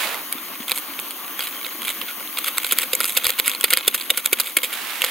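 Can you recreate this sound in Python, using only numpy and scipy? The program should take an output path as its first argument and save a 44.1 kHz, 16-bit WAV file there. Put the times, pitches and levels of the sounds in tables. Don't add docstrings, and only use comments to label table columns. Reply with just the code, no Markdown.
import sys
import numpy as np
from scipy import signal
from scipy.fft import rfft, irfft
from scipy.io import wavfile
from scipy.ndimage import uniform_filter1d

SR = 44100
rng = np.random.default_rng(int(sys.argv[2]) if len(sys.argv) > 2 else 0)


def master(y):
    cut = np.clip(np.atleast_2d(y).T, -1, 1)
    pcm = np.round(cut * 32767)
    wavfile.write(sys.argv[1], SR, pcm.astype(np.int16))


N = 225306
EDGE_HZ = 15850

# f/Hz, relative level/dB per Hz
STOVE_SPECTRUM = [(30, -28), (100, -23), (150, -25.5), (210, -4), (300, 1), (420, -7.5), (750, -6),
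                  (1200, -4), (3300, -5), (5000, -9.5), (7800, -15), (9500, -1), (13000, 0), (15800, 2.5)]
# f/Hz, width/Hz, lift/dB
JET_RESONANCES = [(1117, 220, 6.5), (2190, 210, 1.5), (3100, 44, 7.5), (6500, 1280, 9.5),
                  (11570, 450, 10.5), (14740, 1100, 4)]
# t/s, level/dB
HISS_LEVEL = [(0, -30.5), (.4, -32.5), (1.6, -31), (3.1, -30.5), (4.1, -30.5), (5.1, -29.5)]
# f/Hz, coherence/1
STOVE_COHERENCE = [(50, .7), (130, .95), (300, .96), (700, .75), (2500, .7), (4000, .4), (5300, .7),
                   (7500, .8), (9500, .45), (11500, .7), (12500, .5), (14000, .8), (15000, .92)]
# f/Hz, lead/rad
STOVE_LEAD = [(100, 0), (400, .05), (1300, .5), (3200, .2), (4000, 2.4), (5300, 3), (6000, .1), (8500, 0),
              (9900, -1.2), (11500, -1.3), (12800, -.2), (16000, 0)]
# f/Hz, level/dB
STOVE_PAN = [(100, -2), (380, 1.5), (700, 1), (1300, 3.5), (2400, 2.5), (4400, 0), (7500, -0.5), (9500, 3),
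             (11500, 3.5), (15000, 0)]
# start/s, length/s, level/dB, treble tilt at full speed/dB
SWISHES = [(-.15, 0.44, -23.5, -0.5), (4.61, .8, -28.5, 1)]
# f/Hz, relative level/dB per Hz
NYLON_SPECTRUM = [(120, -45), (220, -53), (380, -8), (650, 0), (1200, 2), (2250, 5), (3800, 0), (6000, -9),
                  (11000, -6.5), (15500, -19)]
# f/Hz, lead/rad
PACKET_LEAD = [(100, 0), (900, 0), (1500, .3), (3500, -.1), (4600, .8), (5200, -.3), (5800, -3.1),
               (6400, -6.1), (10000, -6.4), (16000, -6.4)]
# f/Hz, level/dB
PACKET_PAN = [(200, 3.5), (500, 0.5), (1200, -3.5), (3000, -2), (4500, -5), (7000, -2), (10000, -0.5),
              (15000, 1)]
# f/Hz, width/Hz, level/dB
MUG_MODES = [(510, 24, -4.5), (1530, 21, -19), (2250, 15, -23), (3300, 49, -5)]
# t/s, level/dB
KNOCKS = [(3.643, -8.5), (3.879, -2.5), (4.103, -6)]
# t/s, thud level/dB, f/Hz, air puff level before the common lift/dB
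TAPS = [(0.3523, -27.5, 266, -72), (0.6023, -28, 240, -79.5), (2.722, -24, 430, -69),
        (2.7299, -28, 405, -68), (3.172, -23, 510, -52), (3.2655, -31, 504, -36), (3.296, -25, 506, -72),
        (3.397, -30.5, 426, -62), (3.6406, -17, 426, -68), (3.735, -27, 456, -44), (3.7735, -26, 460, -59),
        (3.878, -14, 397, -53), (4.1038, -33, 310, -60), (4.114, -21.5, 510, -72), (4.259, -45, 473, -44),
        (4.328, -13.5, 373, -90), (4.57, -19, 314, -75), (4.572, -24, 540, -87)]
# f/Hz, relative level/dB per Hz
FOIL_SPECTRUM = [(120, -73.5), (200, -26), (393, -19.5), (517, -11.5), (706, -24.5), (863, -15),
                 (1440, -5.5), (1670, -10), (2150, 0.5), (2890, -1), (3460, 0), (5780, -12.5), (8800, -3),
                 (12500, 0), (15800, -9.5)]
# start/s, length/s, treble level/dB, body level/dB
SQUEEZES = [(0, .07, -37, -36), (0.523, 0.046, -44, -36), (0.668, .06, -32, -30.5), (0.74, 0.074, -28, -45),
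            (1.39, 0.13, -33, -38), (1.603, 0.086, -37, -32), (1.824, 0.11, -28, -28.5),
            (2.05, .08, -45, -36.5), (2.355, .03, -38, -31), (2.437, 0.085, -30.5, -31.5),
            (2.6, 0.11, -30, -33), (2.777, 0.079, -29, -31), (2.99, 0.19, -25.5, -32.5),
            (3.232, 0.075, -23, -27.5), (3.438, 0.11, -26.5, -24), (3.665, 0.24, -50, -29.5),
            (3.925, 0.15, -31, -33), (4.163, 0.051, -27.5, -26), (4.407, 0.13, -30.5, -34.5),
            (4.615, 0.046, -20, -20.5), (4.72, 0.037, -27.5, -26.5), (5.021, 0.088, -31, -31)]
# t/s, length/s, treble energy/dB, body energy/dB (energy as rms over 1 ms)
SNAPS = [(0.043, .002, -41, -21), (0.0715, .0011, -43, -21.5), (0.1436, 0.0013, -24, -17.5),
         (0.326, 0.00092, -11, -20.5), (0.382, 0.0012, -40, -26), (0.695, 0.0028, -17, -19),
         (0.7174, .0015, -10.5, -9.5), (0.7756, 0.0018, -18, -20.5), (0.9905, 0.0024, -25, -19),
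         (0.9986, 0.0009, -18.5, -33), (1.108, 0.0015, -21.5, -25.5), (1.393, 0.00021, -16, -17),
         (1.406, 0.0028, -23, -16.5), (1.422, 0.0024, -30, -22), (1.4714, 0.00088, -25, -20.5),
         (1.6455, 0.0034, -43, -19.5), (1.819, 0.0016, -23, -20.5), (1.8804, 0.00084, -27, -15),
         (1.906, 0.002, -25, -25), (2.014, 0.0024, -26, -16.5), (2.3725, .0019, -33, -17),
         (2.3853, 0.0045, -13, -14.5), (2.4437, 0.0034, -16, -16), (2.4808, 0.0074, -12.5, -13.5),
         (2.582, 0.00094, -8.5, -10), (2.6455, 0.0029, -15, -13.5), (2.7107, 0.004, -16, -11.5),
         (2.7221, 0.0027, -4.5, -12), (2.73, 0.00028, -13, -19), (2.786, 0.0017, -4, -9),
         (2.8155, 0.0057, -14, -17.5), (2.8346, 0.001, -24, -19.5), (2.932, 0.0046, -9, -10),
         (2.951, 0.0025, -7.5, -19), (3.004, 0.002, -9, -11.5), (3.011, 0.0014, -14, -14),
         (3.0437, 0.00031, -10, -12), (3.054, 0.0021, -14, -19.5), (3.102, 0.0046, -19, -23),
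         (3.1672, 0.0046, -15, -9), (3.1711, 0.0073, -3.5, -8), (3.2444, 0.00038, -12, -16.5),
         (3.252, 0.0081, -13.5, -8), (3.267, 0.0022, -5.5, -10), (3.293, 0.0048, -11.5, -11),
         (3.3032, .0024, -9, -12.5), (3.388, 0.0081, -10, -9.5), (3.3982, 0.0011, -5, -6.5),
         (3.4586, 0.021, -10, -14), (3.479, .0015, -3.5, -9.5), (3.4954, 0.0045, -11.5, -18),
         (3.5495, 0.00099, -19, -15), (3.6103, 0.0013, -11, -15), (3.6403, 0.0057, -1, -3),
         (3.704, 0.0078, -5.5, -8), (3.729, 0.0013, -20, -9), (3.735, 0.0019, 1.5, -0.5),
         (3.7724, 0.0015, -4, -6.5), (3.789, .0008, -20, -25), (3.8778, 0.0055, 1, -3.5),
         (3.944, 0.0094, -3.5, -8), (4.0113, 0.00071, -36, -16), (4.1032, 0.0048, -3, -1.5),
         (4.1733, 0.0069, -5, -12), (4.259, .0021, -1, -7), (4.3293, 0.0051, -0.5, -2.5),
         (4.399, 0.0074, -1.5, -6.5), (4.413, 0.0011, -15, -15.5), (4.47, 0.0014, -41, -17.5),
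         (4.5685, 0.0053, .5, -1), (4.637, 0.026, -12, -14), (5.019, 0.0013, -10, -5),
         (5.041, .0005, -14, -7.5), (5.044, .0045, -7.5, -8.5)]


def gain_of(db):
    return 10 ** (np.asarray(db) / 20)


def evened(x):
    return x / np.sqrt(np.mean(x ** 2) + 1e-20)


def read(points, hz):
    f, value = np.transpose(points)
    return np.interp(np.log(hz + 1), np.log(f + 1), value)


def add(mix, start_s, sound):
    part = mix[..., max(round(start_s * SR), 0):][..., :sound.shape[-1]]
    part += sound[..., :part.shape[-1]]


def causal(db):
    log_gain = np.log(gain_of(np.maximum(db, -100)))
    circle = np.concatenate([log_gain, log_gain[..., -2:0:-1]], -1)
    return np.exp(np.conj(signal.hilbert(circle)))[..., :log_gain.shape[-1]]


def ripple(shape, size):
    noise = rng.standard_normal(shape)
    return evened(uniform_filter1d(uniform_filter1d(noise, size), size))


def stove(roar_db=-37.0, flutter_db=1.0, patch_db=1.5):
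    frames, hz = N // 256 + 5, np.fft.rfftfreq(1024, 1 / SR)
    a, b, c, d = rng.standard_normal((4, frames, len(hz)))
    coherence = np.clip(read(STOVE_COHERENCE, hz), -1, 1)
    left = a + 1j * b
    right = coherence * left + np.sqrt(1 - coherence ** 2) * (c + 1j * d)
    lifts_db = sum(db / (1 + (2 * (hz - f) / width) ** 4) for f, width, db in JET_RESONANCES)
    eddies = evened(uniform_filter1d(ripple((frames, len(hz)), size=10), size=10, axis=0))
    spectra = np.array([left, right])
    spectra *= gain_of(read(STOVE_SPECTRUM, hz) + lifts_db + patch_db * eddies)

    def noise(band):
        bins = (spectra * band).swapaxes(1, 2)
        return evened(signal.istft(bins, nperseg=1024, noverlap=768)[1][:, :N])

    high = np.clip((hz - 4500) / 1500, 0, 1)
    flame = noise(1 - high) * gain_of(roar_db + flutter_db * ripple(N, size=700))
    hiss_db = np.interp(np.arange(N) / SR, *np.transpose(HISS_LEVEL))
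    return flame + noise(high) * gain_of(hiss_db)


def sleeve(attack_s=.15, release_s=.33, slow_tilt_db=-5.5, grain_db=2.0, apart=.61, side_db=3.0):
    t, hz = np.arange(N) / SR, np.fft.rfftfreq(N, 1 / SR)
    slips = rfft(rng.standard_normal((3, N)) * gain_of(grain_db * ripple(N, size=50)))
    diffuse = apart * (.5 + hz / 4000)
    spectrum = (slips[0] + diffuse * slips[1:]) / np.sqrt(1 + diffuse ** 2 / 2)
    spectrum = spectrum * gain_of(read(NYLON_SPECTRUM, hz))
    dull = 1 / (1 + (hz / 1200) ** 4)
    low, high = irfft(spectrum * dull, N), irfft(spectrum * (1 - dull), N)
    out = np.zeros((2, N))
    for start_s, length_s, db, full_tilt_db in SWISHES:
        rise, fall = (t - start_s) / attack_s, (start_s + length_s - t) / release_s
        speed = np.sin(np.pi / 2 * np.clip(np.minimum(rise, fall), 0, 1)) ** 2
        tilt_db = full_tilt_db + slow_tilt_db * (1 - speed)
        out += gain_of(db) * speed * (low * gain_of(-2 * tilt_db) + high * gain_of(tilt_db / 2))
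    return out / np.std(low + high) * gain_of([[-side_db], [side_db]])


def clearing(x, near_db=-14, near_s=.005, far_db=-29, far_s=.048, dull_hz=4000):
    t = np.arange(SR // 3) / SR
    near, far = rng.standard_normal((2, 2, len(t))) * (t > .001)
    echo = gain_of(near_db) * evened(near * np.exp(-t / near_s))
    echo += gain_of(far_db) * evened(far * np.exp(-t / far_s))
    echo = signal.lfilter(*signal.butter(1, dull_hz, fs=SR), echo) / np.sqrt(len(t))
    return signal.oaconvolve(x, echo, axes=1)[:, :N]


def ports(x, lead, pan):
    hz = np.fft.rfftfreq(N, 1 / SR)
    side = gain_of(read(pan, hz) / 2)
    left = side * np.exp(1j * read(lead, hz))
    return irfft(rfft(x) * np.array([left, 1 / side]), N)


def mug(x):
    t = np.arange(SR // 10) / SR
    ring = np.zeros(len(t))
    for hz, width_hz, db in MUG_MODES:
        decay = np.exp(-np.pi * width_hz * t)
        ring += gain_of(db) * 2 * np.pi * width_hz / SR * decay * np.cos(2 * np.pi * hz * t)
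    return signal.oaconvolve(x, ring[None], axes=1)[:, :N]


def rim(hz=3511, ring_s=.0043):
    t, out = np.arange(SR // 10) / SR, np.zeros(N)
    ping = np.exp(-t / ring_s) * np.sin(2 * np.pi * hz * t)
    for start_s, db in KNOCKS:
        add(out, start_s, gain_of(db) * ping)
    return out


def taps(puff_lift_db=7, puff_s=.0037, puff_hz=72):
    t, out = np.arange(SR // 10) / SR, np.zeros(N)
    puff = np.exp(-t / puff_s) * np.sin(2 * np.pi * puff_hz * t)
    for start_s, db, hz, puff_db in TAPS:
        age = t * hz / .7
        flex = age * np.exp(1 - age) * np.sin(2 * np.pi * hz * t)
        thud = np.gradient(flex) * SR / (2 * np.pi * hz)
        add(out, start_s, gain_of(db) * thud)
        add(out, start_s, gain_of(puff_db + puff_lift_db) * puff)
    return out


def facet(hz, own_db=3, ring_db=6.0, ears_db=2.0, spread=1):
    narrow = ring_db * ripple(len(hz), size=10) / (1 + (hz / 6000) ** 2)
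    shared = read(FOIL_SPECTRUM, hz) + spread * (own_db * ripple(len(hz), size=34) + narrow)
    return shared + ears_db * ripple((2, len(hz)), size=36)


def crackle(idle_treble_db=-50, idle_body_db=-45, halo_treble_db=-25, halo_body_db=-21, halo_s=.04,
            relax_treble_db=-39, relax_body_db=-31, relax_s=.11, per_s=200, idle_per_s=20,
            spread_db=3.0, tilt_db=2.5, body_hz=4300, treble_hz=6200, count=24):
    swells = list(SQUEEZES)
    for s, length_s, treble_db, body_db in SNAPS:
        halo_start_s = s + (length_s - halo_s) / 2
        swells.append((halo_start_s, halo_s, treble_db + halo_treble_db, body_db + halo_body_db))
        swells.append((s, relax_s, treble_db + relax_treble_db, body_db + relax_body_db))
    stress = np.zeros(N)
    power = np.ones((2, N)) * gain_of([[idle_treble_db], [idle_body_db]]) ** 2
    for start_s, length_s, treble_db, body_db in swells:
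        arch = np.sin(np.pi * np.arange(0, length_s, 1 / SR) / length_s) ** 2
        add(stress, start_s, arch)
        add(power, start_s, arch * gain_of([[treble_db], [body_db]]) ** 2)

    chance = (idle_per_s + per_s * np.minimum(stress, 2)) / SR
    sizes = evened(gain_of(spread_db * np.minimum(rng.exponential(1, N), 3.5)))
    sizes = sizes * rng.choice([-1, 1], N)
    ticks = sizes * (rng.random(N) < chance) / np.sqrt(chance)
    which = rng.integers(0, count, N)
    treble_gain, body_gain = np.sqrt(power)

    hz, out = np.fft.rfftfreq(2048, 1 / SR), np.zeros((2, N))
    bands_db = [-10 * np.log10(1 + edge ** 10) for edge in (treble_hz / (hz + 1), hz / body_hz)]
    for k in range(count):
        slope_db = tilt_db * rng.standard_normal() - .5
        colour = facet(hz, own_db=2.5) + slope_db * np.log2(np.maximum(hz, 2000) / 2000)
        treble, body = (evened(irfft(causal(colour + band))) / np.sqrt(2048) for band in bands_db)
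        for i in np.flatnonzero(ticks * (which == k)):
            add(out, i / SR, ticks[i] * (treble_gain[i] * treble + body_gain[i] * body))
    return out


def snaps(after_db=-19, creep_db=-26, spiky_db=7.0):
    size, early_s = 2048, .008
    t, hz, out = np.arange(size) / SR - early_s, np.fft.rfftfreq(size, 1 / SR), np.zeros((2, N))
    bands = [(hz > 6000) & (hz < 16000), (hz > 1000) & (hz < 4800)]
    upper = np.clip((hz - 4800) / 1200, 0, 1)
    for s, length_s, treble_db, body_db in SNAPS:
        age = t / max(length_s, .0003)
        creep = gain_of(creep_db) * np.exp(-abs(age))
        burst = np.exp(-np.maximum(2 * age - 1.2, 0))
        settling = gain_of(after_db) * np.exp(-abs(age) / 2)
        shape = np.where(t < 0, creep, burst + settling)
        signs = rng.choice([-1, 1], size)
        spikes = gain_of(spiky_db * np.clip(rng.standard_normal(size), -2, 2))
        buckles = rfft(shape * signs * spikes)
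        colour = facet(hz, spread=np.clip(-body_db / 20, .3, 1.1))
        power = abs(buckles * gain_of(colour).mean(0)) ** 2 * 2 / size / (SR / 1000)
        treble_now_db, body_now_db = (10 * np.log10(power[band].sum()) for band in bands)
        colour = colour + upper * (treble_db - treble_now_db) + (1 - upper) * (body_db - body_now_db)
        add(out, s - early_s, irfft(buckles * causal(colour)))
    return out


def scene():
    packet = snaps() + crackle() + taps()
    packet = packet + mug(packet) + rim()
    packet = ports(packet + clearing(packet), PACKET_LEAD, PACKET_PAN)
    return packet + ports(stove(), STOVE_LEAD, STOVE_PAN) + sleeve()


def record(dry, threshold_db=-24, squeeze=.56, memory_s=.68):
    keep = np.exp(-1 / (memory_s * SR))
    power = signal.lfilter([1 - keep], [1, -keep], (dry ** 2).mean(0))
    over_db = np.maximum(10 * np.log10(power + 1e-12) - threshold_db, 0)
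    clipped = np.clip(dry * gain_of(-squeeze * over_db), -1, 1)
    lowpass = signal.firwin(511, EDGE_HZ, window=("kaiser", 9), fs=SR)
    return signal.oaconvolve(clipped, lowpass[None], "same")


dry = scene()
out = record(dry)
master(out)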